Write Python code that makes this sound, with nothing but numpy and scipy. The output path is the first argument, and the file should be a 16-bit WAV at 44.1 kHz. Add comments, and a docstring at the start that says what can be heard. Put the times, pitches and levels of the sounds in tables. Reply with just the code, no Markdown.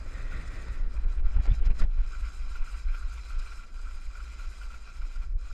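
"""On soft, lumpy snow: a skier glides down with a small cased camera, its microphone close to the wind.
Filtered noise makes the low wind rumble, hardest near the end of a turn, and pulses add its buffets.
Scrapes of grainy noise mark the edges skidding; hiss and crunch are snow grains coloured by the case.
Short noise bursts, brief wavering tones and low, dull thumps stand out, most of them in the turn.
Smaller lumps knock and rattle the gear, a short hollow ring at the pitches of the case."""
import sys
import numpy as np
from scipy import signal
from scipy.fft import rfft, irfft
from scipy.io import wavfile
from scipy.ndimage import uniform_filter1d

SR = 44100
rng = np.random.default_rng(int(sys.argv[2]) if len(sys.argv) > 2 else 0)


def materialize(psi):
    """Save the field psi as 16-bit PCM at rate SR to the path in sys.argv[1].

    A 1-D psi becomes a single channel; in a 2-D psi each row is a channel.
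    """
    bounded = np.clip(np.atleast_2d(psi).T, -1, 1)
    quanta = np.round(bounded * 32767).astype(np.int16)
    wavfile.write(sys.argv[1], SR, quanta)


N = 243873
TIME, FREQS = np.arange(N) / SR, np.fft.rfftfreq(N, 1 / SR)  # [s], [Hz]
SKID_SQUARENESS = 2.4  # 2 is a round swell, more is a firm bite and release

# Table levels are relative: the gain_db of a layer comes on top.
# eddies that hit the microphone head-on, suction negative:
# (time [s], peak pressure [full scale], length scale [s], roar level [dB])
EDDIES = [(1.063, 0.18, 0.012, -70), (1.264, 0.18, 0.017, -70), (1.367, -0.3, 0.012, -54.5),
          (1.403, -0.21, 0.0097, -53.5), (1.492, -0.3, 0.014, -52.5), (1.517, -0.26, .0095, -55.5),
          (1.621, -0.2, 0.018, -52), (1.67, -.25, 0.011, -59), (1.707, -0.31, 0.015, -53),
          (1.821, .27, 0.023, -48.5), (1.844, -0.19, 0.0091, -56.5), (2.621, -0.13, 0.02, -75),
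          (5.36, 0.14, 0.012, -73)]
# the hardest knocks of the gear over lumps: (time [s], level [dB], ring pitch [Hz])
GEAR_KNOCKS = [(0.3223, -41, 1436), (1.256, -47.5, 1340), (1.683, -48.5, 1380), (1.7964, -39, 1346),
               (2.117, -50, 1380), (2.555, -38, 1415), (2.675, -42.5, 1397), (2.697, -47, 1370),
               (2.945, -38.5, 1375), (3.025, -45, 1370), (3.1172, -46.5, 1455), (3.3036, -43, 1360),
               (3.521, -42, 1365), (3.5955, -46, 1410), (3.909, -47, 1370), (4.153, -44, 1415),
               (4.3949, -39, 1387), (4.4394, -44, 1368), (4.6136, -43.5, 1430), (4.704, -45, 1360),
               (4.7403, -40.5, 1385), (5.017, -44, 1364), (5.1587, -46, 1410), (5.453, -49, 1370)]
# resonances of the case: (frequency [Hz], width [Hz], level [dB])
CASE_MODES = [(1158, 46, -9), (1375, 48, -0.5), (1526, 112, -7), (2054, 290, -11.5), (2363, 160, -6.5),
              (2490, 98, -29.5)]
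# spectrum of the low rumble: (frequency [Hz], level [dB per Hz])
RUMBLE_SPECTRUM = [(3, -12.5), (8, 0.5), (16, -14), (25, 6.5), (38, -6), (56, -2.5), (72, -25),
                   (100, -36.5), (150, -45), (300, -64), (900, -130)]
# spectrum of hissing grains: (frequency [Hz], level [dB per Hz])
SPRAY_SPECTRUM = [(1800, -12.5), (2900, -17), (3150, -4), (3650, -12), (4000, 3), (4350, -8.5), (4800, 0),
                  (5300, 0), (5750, -9.5), (6200, -6.5), (6850, -2), (7100, -6), (7600, -5), (8800, -11),
                  (9500, -18), (10300, -26.5), (11100, -12), (12000, -29), (15000, -48.5)]
# moments when hiss and crunch dip: (time [s], dip [dB], half length [s])
HISS_DIPS = [(.88, -4.5, 0.049), (.985, -2, .012), (1.06, -6.5, 0.015), (1.224, -17, 0.016),
             (1.39, -6, 0.012), (1.617, -10, 0.011), (1.692, -14, 0.0088), (1.738, -9, 0.011),
             (1.89, -9, 0.066), (3.71, -5.5, 0.063), (5.33, -7.5, 0.075), (5.358, -20, 0.018)]
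# edges skidding sideways: (time [s], scrape level [dB], spray level [dB], half length [s])
EDGE_SKIDS = [(0.22, -53.5, -75, 0.16), (0.534, -51, -90, 0.28), (1.108, -70, -65, .025),
              (1.266, -58.5, -77, 0.013), (1.455, -60, -64, .022), (1.548, -69, -61, .025),
              (1.662, -73, -52.5, 0.012), (1.813, -47.5, -53, 0.028)]


def amp(db):
    """Decibels to gain."""
    return 10 ** (np.asarray(db) / 20)


def unit(x):
    """Scales to rms 1."""
    return x / np.sqrt(np.mean(abs(x) ** 2) + 1e-20)


def level(rows):
    """A dB curve as a gain for every sample."""
    return amp(np.interp(TIME, *np.transpose(rows)))


def read(points):
    """Joins spectrum points on a log-frequency axis."""
    hz, value = np.transpose(points)
    return np.interp(np.log(FREQS + 1), np.log(hz + 1), value)


def colour(x, response):
    """Filters by a frequency response; rms 1."""
    return unit(irfft(rfft(x) * response, N))


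def wobble(rate_hz):
    """Smooth random curve of rms 1, with changes mostly below the given rate."""
    return colour(rng.standard_normal(N), 1 / (1 + (FREQS / rate_hz) ** 4))


def hump(s, half_length, squareness=2):
    """A smooth swell of height 1 centred on the time s, down to 1/e at its half length."""
    away = abs((TIME - s) / half_length)
    near = away < 6
    out = np.zeros(N)
    out[near] = np.exp(-away[near] ** squareness)
    return out


def swells_db(rows):
    """Adds up smooth rises and dips in level."""
    return sum(db * hump(s, length) for s, db, length in rows)


def add(mix, s, sound):
    """Mixes a sound in at the time s."""
    part = mix[round(s * SR):][:len(sound)]
    part += sound[:len(part)]


def ports(pair):
    """Turns two unrelated signals into left and right, alike in the bass and less so in the treble."""
    # left-right likeness of the snow noise: (frequency [Hz], coherence [0-1])
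    likeness = [(100, .9999), (450, 0.99), (1400, 0.99), (2400, 1), (3200, 0.96), (5000, 0.94),
                (7000, 0.78), (10000, 0.73), (15000, 0.19)]
    same = np.clip(read(likeness), 0, 1)
    mid, side = rfft(pair) * np.sqrt([(1 + same) / 2, (1 - same) / 2])
    return irfft([mid + side, mid - side], N)


def patchy(x, depth_db, size=7):
    """Turbulence and uneven snow make the bands of the spectrum flicker."""
    z = signal.stft(x, nperseg=512, noverlap=384)[2]
    field = rng.standard_normal(z.shape[1:])
    field = uniform_filter1d(field, size=size, axis=0)  # over frequency
    field = unit(uniform_filter1d(field, size=11, axis=1))  # over time
    return unit(signal.istft(z * amp(depth_db * field), nperseg=512, noverlap=384)[1][:, :N])


def wind_force():
    """The steady wind, lifted by each gust."""
    # steady wind pressure on the microphone: (time [s], level [dB])
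    steady = [(0, -34.5), (.75, -33), (1.3, -26), (1.7, -29), (2.25, -31.5), (3.1, -34.5), (3.7, -37),
              (5.0, -37), (5.53, -30.5)]
    # gusts that swell the wind for a moment: (time [s], rise [dB])
    rises = [(.78, 2), (0.871, 5), (.97, 7.5), (1.22, 7), (2.0, 10), (2.899, 7), (3.371, 7), (4.08, 5),
             (4.48, 4.5), (5.21, 0), (5.35, 6.5)]
    gust_s = 0.039  # half length of a gust
    return level(steady) * amp(sum(db * hump(s, gust_s) for s, db in rises))


def wind(gain_db=1.0, steadiness=0.31, split_hz=42, usual_db=-32, deepening=0.26, surge_db=2.5):
    """Turbulent pressure, the same at both ports, coming in surges; stronger wind brings larger eddies."""
    eddies = colour(rng.standard_normal(N), amp(read(RUMBLE_SPECTRUM)))
    power = uniform_filter1d(abs(signal.hilbert(eddies)) ** 2, size=3000)
    steadied = eddies / power ** (steadiness / 2)
    eddies = unit(steadied * amp(surge_db * wobble(rate_hz=11)))
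    large = irfft(rfft(eddies) / (1 + (FREQS / split_hz) ** 6), N)
    small = eddies - large
    force = wind_force()
    depth = (force / amp(usual_db)) ** deepening
    return amp(gain_db) * force * (large * depth + small / depth)


def side_rumble(gain_db=-34, top_hz=150):
    """A faint low rumble of opposite sign in the two channels."""
    shape = amp(read(RUMBLE_SPECTRUM)) * np.minimum(FREQS, top_hz) ** 2
    difference = amp(gain_db) * wind_force() * colour(rng.standard_normal(N), shape)
    return np.array([difference, -difference])


def air(gain_db=5.0, flutter_db=1.5):
    """Fine turbulence round the case: a soft fluttering rush that drops as the skier leaves the turn."""
    # spectrum of the rush: (frequency [Hz], level [dB per Hz])
    rush_spectrum = [(40, -7.5), (78, 17), (130, 5.5), (200, 5.5), (350, 1.5), (600, -2.5), (850, -7),
                     (1500, -3), (12000, -63)]
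    turn_db, glide_db = -55.5, -66
    turn_end_s, ease_s = 1.7, 0.89
    rush = colour(ports(rng.standard_normal((2, N))), amp(read(rush_spectrum)))
    turning = (1 - np.tanh((TIME - turn_end_s) / ease_s)) / 2
    rush_db = glide_db + (turn_db - glide_db) * turning
    return amp(gain_db + rush_db) * patchy(rush, depth_db=flutter_db, size=4)


def gust(gain_db=4, flutter_db=2.0, strongest_db=-60, steepness=2.3, patchy_db=3, roar_s=0.024):
    """Small eddies tear at each port separately in strong wind and round each buffet: a ragged roar."""
    # spectrum of the roar at the ports: (frequency [Hz], level [dB per Hz])
    tearing = [(40, -7), (130, 8.5), (280, 8), (700, 2.5), (1500, -2.5), (2600, -2), (3300, -8.5),
               (12000, -80.5)]
    roar = patchy(colour(rng.standard_normal((2, N)), amp(read(tearing))), depth_db=patchy_db)
    force = wind_force()
    blowing = amp(strongest_db) * (force / force.max()) ** steepness
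    round_buffets = sum(amp(db) * hump(s, roar_s) for s, _, _, db in EDDIES)
    fluttering = unit(roar * amp(flutter_db * wobble(rate_hz=40)))
    return amp(gain_db) * np.hypot(blowing, round_buffets) * fluttering


def lulled(x, share=0.7, above_hz=900):
    """The upper part of the rush dips along with the hiss and crunch."""
    upper = irfft(rfft(x) * (1 - 1 / (1 + (FREQS / above_hz) ** 6)), N)
    return x - upper * (1 - amp(share * swells_db(HISS_DIPS)))


def contact():
    """The level that follows the load on the skis, with brief dips."""
    # how hard the skis press on the snow: (time [s], level [dB])
    load = [(0, -62.5), (.6, -61), (1.1, -62.5), (1.5, -60.5), (1.95, -59.5), (2.15, -59.5), (3.4, -59),
            (4.0, -62.5), (4.4, -59.5), (5.3, -63), (5.53, -61.5)]
    return level(load) * amp(swells_db(HISS_DIPS))


def case_response():
    """Sum of the resonances of the case."""
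    return sum(amp(db) / (1 + 1j * (FREQS - hz) / (width / 2)) for hz, width, db in CASE_MODES)


def grains(per_s, spread_db, smooth):
    """Snow grains breaking: clicks of uneven size over a smooth share of tiny ones."""
    size = amp(spread_db * np.minimum(rng.exponential(1, (2, N)), 4))
    sign = rng.choice([-1, 1], (2, N))
    clicks = size * sign * (rng.random((2, N)) < per_s / SR)
    return unit(clicks) + smooth * rng.standard_normal((2, N))


def crunch(lumps, gain_db=3.0, lumpy_db=2.0, patchy_db=1.4):
    """Crushed snow shakes the skis in clumps, and the case rings along."""
    drive = grains(per_s=700, spread_db=1.5, smooth=1.0) * amp(lumpy_db * lumps)
    body = colour(ports(drive), case_response())
    return amp(gain_db) * contact() * patchy(body, depth_db=patchy_db)


def spray(lumps, gain_db=4.0, lumpy_db=0.2, patchy_db=2.5, share_db=-5):
    """Loose grains hiss off the ski bases, coloured by the case; skids throw up more."""
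    drive = grains(per_s=5400, spread_db=5.0, smooth=1.0) * amp(lumpy_db * lumps)
    hiss = patchy(colour(ports(drive), amp(read(SPRAY_SPECTRUM))), depth_db=patchy_db, size=3)
    thrown = sum(amp(db) * hump(s, length, SKID_SQUARENESS) for s, _, db, length in EDGE_SKIDS)
    return amp(gain_db) * np.hypot(amp(share_db) * contact(), thrown) * hiss


def dulled(x, pressure, calm_db=-33, depth=1.29, from_hz=2200, full_hz=9000, flicker_db=2.0):
    """The top of the hiss flickers, and fades briefly whenever the rumble surges."""
    hz, t, z = signal.stft(x, SR, nperseg=256)
    rumble_db = 10 * np.log10(abs(uniform_filter1d(pressure ** 2, size=1600)) + 1e-12)
    excess_db = np.maximum(np.interp(t, TIME, rumble_db) - calm_db, 0)
    flicker = flicker_db * np.interp(t, TIME, wobble(rate_hz=21.4))
    share = np.clip((hz[:, None] - from_hz) / (full_hz - from_hz), 0, 1)
    change_db = share ** 2 * flicker - depth * share * excess_db
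    return signal.istft(z * amp(change_db), SR, nperseg=256)[1][:, :N]


def skid(gain_db=4, chatter_db=2.0):
    """The edges shave the snow with a grainy scrape, and the skis shudder."""
    # spectrum of the scrape: (frequency [Hz], level [dB per Hz])
    scrape = [(50, 15), (100, 20.5), (200, 7), (400, -1), (600, 2.5), (850, -17.5), (1150, -0.5), (1450, 4),
              (1650, -3), (1930, 9.5), (2200, -5), (2550, -1.5), (2850, -22), (3600, -8.5), (12000, -68)]
    drive = grains(per_s=1200, spread_db=1.0, smooth=0.77)[0] * amp(chatter_db * wobble(rate_hz=12.4))
    edging = sum(amp(db) * hump(s, length, SKID_SQUARENESS) for s, db, _, length in EDGE_SKIDS)
    return amp(gain_db) * edging * colour(drive, amp(read(scrape)))


def ring(hz, swell_s, upper_db=-17):
    """A soft knock: the hollow ring of the case swells for a few cycles and dies."""
    t = np.arange(2048) / SR
    swell = (t / swell_s * np.exp(1 - t / swell_s)) ** 2  # peaks at swell_s
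    upper_hz = CASE_MODES[4][0]
    return swell * (np.sin(2 * np.pi * hz * t) + amp(upper_db) * np.sin(2 * np.pi * upper_hz * t))


def rattle(lumps, gain_db=-4, per_s=700, lumpy_db=1, swell_s=0.0027):
    """Small lumps keep the gear chattering on three low case modes, harder over rough stretches."""
    # rough stretches: (time [s], rise [dB], half length [s])
    shakes = [(2.14, 11, 0.028), (2.26, 7.5, 0.09), (2.98, 11, 0.08), (3.48, 7, 0.25), (3.79, 15, 0.017),
              (3.87, 14.5, 0.026), (4.19, 12, 0.062), (4.89, 6, 0.031), (5.51, 13.5, 0.015)]
    out = np.zeros(N)
    for hz, _, db in CASE_MODES[:3]:
        taps = amp(db + lumpy_db * lumps) * (rng.random(N) < per_s / 3 / SR)
        out += signal.oaconvolve(taps, ring(hz, swell_s))[:N]
    return amp(gain_db + swells_db(shakes)) * contact() * unit(out)


def knocks(gain_db=-1, lead_s=0.001193, swell_s=0.004, rebound_s=.013, rebound_db=-10, detune=0.028):
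    """Large lumps knock the gear, which rebounds once at a slightly shifted pitch."""
    out = np.zeros(N)
    chances = rng.uniform(-0.996, 1, (len(GEAR_KNOCKS), 2))
    for (s, db, hz), (late, shift) in zip(GEAR_KNOCKS, chances):
        add(out, s - lead_s, amp(db) * ring(hz, swell_s))
        rebound = amp(db + rebound_db) * ring(hz * (1 + detune * shift), swell_s)
        add(out, s + rebound_s * (1 + late / 2), rebound)
    return amp(gain_db) * out


def scuffs(gain_db=-13, half_length_s=0.016):
    """Each lump that knocks the gear also scuffs along the ski bases."""
    rubbing = sum(amp(db) * hump(s + half_length_s / 2, half_length_s) for s, db, _ in GEAR_KNOCKS)
    return amp(gain_db) * rubbing * colour(rng.standard_normal(N), case_response())


def crumbs(gain_db=-8, length_s=0.0088):
    """Icy crumbs crushed under an edge give way with a short bright scratch."""
    # crushed crumbs: (time [s], level [dB])
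    icy = [(0.475, -49), (1.796, -42.5), (3.391, -46.5), (5.155, -54)]
    scratches = sum(amp(db) * hump(s + length_s / 2, length_s) for s, db in icy)
    return amp(gain_db) * scratches * colour(ports(rng.standard_normal((2, N))), amp(read(SPRAY_SPECTRUM)))


def bursts(gain_db=-6.0, attack_s=0.00066, decay_s=0.003):
    """Short noise bursts with a sharp attack and a quick decay; the first is a lone click."""
    # bursts, most of them in the turn: (time [s], level [dB])
    burst_times = [(0.683, -35), (1.346, -41), (1.365, -36.5), (1.456, -33.5), (1.465, -35.5), (1.486, -41),
                   (1.543, -37.5), (1.655, -43), (1.706, -35), (1.819, -28.5), (1.838, -38), (2.946, -38),
                   (4.74, -46)]
    # spectrum of the bursts: (frequency [Hz], level [dB per Hz])
    burst_spectrum = [(150, -11), (400, 3.5), (1450, -5), (2450, -2), (3000, -18), (5200, -15.5),
                      (12000, -39.5)]
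    envelope = np.zeros(N)
    for s, db in burst_times:
        age = np.maximum(TIME - s + attack_s, 0)
        envelope += amp(db) * (1 - np.exp(-age / attack_s)) * np.exp(-age / decay_s)
    return amp(gain_db) * envelope * colour(ports(rng.standard_normal((2, N))), amp(read(burst_spectrum)))


def buffets():
    """The core of a passing eddy pushes or sucks at the microphone: a peak between opposite shoulders."""
    out = np.zeros(N)
    for s, peak, length, _ in EDDIES:
        u = (TIME - s) / length
        out += peak * (1 - 2 * u ** 2) * np.exp(-u ** 2 / 2) / (1 + 2 * u ** 2)
    return out


def swept(share=0.48, half_length_s=0.0098):
    """Each large eddy sweeps the ordinary turbulence aside as it passes."""
    return 1 - share * np.max([hump(row[0], half_length_s) for row in EDDIES], axis=0)


def thuds(pitch_hz=115, attack_s=0.0078, body_db=-13, body_s=0.031, body_hz=145):
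    """The hardest blows thump the case: one heavy shove in a brief, dull shudder."""
    # heavy blows in the turn: (time [s], level [dB])
    blows = [(1.367, -35.5), (1.401, -37), (1.518, -28), (1.67, -48), (1.706, -37), (1.825, -30.5)]
    out = np.zeros((2, N))
    ratio = FREQS / body_hz
    shudder = colour(ports(rng.standard_normal((2, N))), ratio ** 3 / (1 + ratio ** 7))
    for s, db in blows:
        shove = -hump(s, attack_s) * np.cos(2 * np.pi * pitch_hz * (TIME - s))
        out += amp(db) * (shove + amp(body_db) * hump(s, body_s) * shudder)
    return out


def short_tones(half_length_s=0.0034, waver=0.033):
    """Brief wavering tones, some of them high and thin."""
    # short tones in the turn: (time [s], level [dB], pitch [Hz])
    tones = [(1.369, -46, 1500), (1.386, -48, 830), (1.403, -51, 1770), (1.506, -52, 3520),
             (1.519, -49.5, 3570), (1.519, -54, 3090), (1.542, -51, 2470)]
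    clock = np.cumsum(1 + waver * wobble(rate_hz=530)) / SR  # time that runs unevenly
    out = np.zeros(N)
    for s, db, hz in tones:
        out += amp(db) * hump(s, half_length_s) * np.sin(2 * np.pi * hz * clock)
    return out


def scene():
    """Wind at the microphone over the skis; the same lumps stir crunch, spray and rattle."""
    lumps = wobble(rate_hz=25.0)
    pressure = wind() * swept() + buffets()
    glide = dulled(crunch(lumps) + spray(lumps), pressure)
    hits = thuds() + knocks() + scuffs() + bursts() + crumbs() + short_tones()
    rush = lulled(air() + gust())
    return pressure + side_rumble() + rush + glide + skid() + rattle(lumps) + hits


def record(dry):
    """The band limit of the recorder: a steep low-pass."""
    edge_hz = 15200
    low_pass = signal.firwin(511, edge_hz, window=("kaiser", 9), fs=SR)
    return signal.oaconvolve(dry, low_pass[None], "same")


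dry = scene()
out = record(dry)
materialize(out)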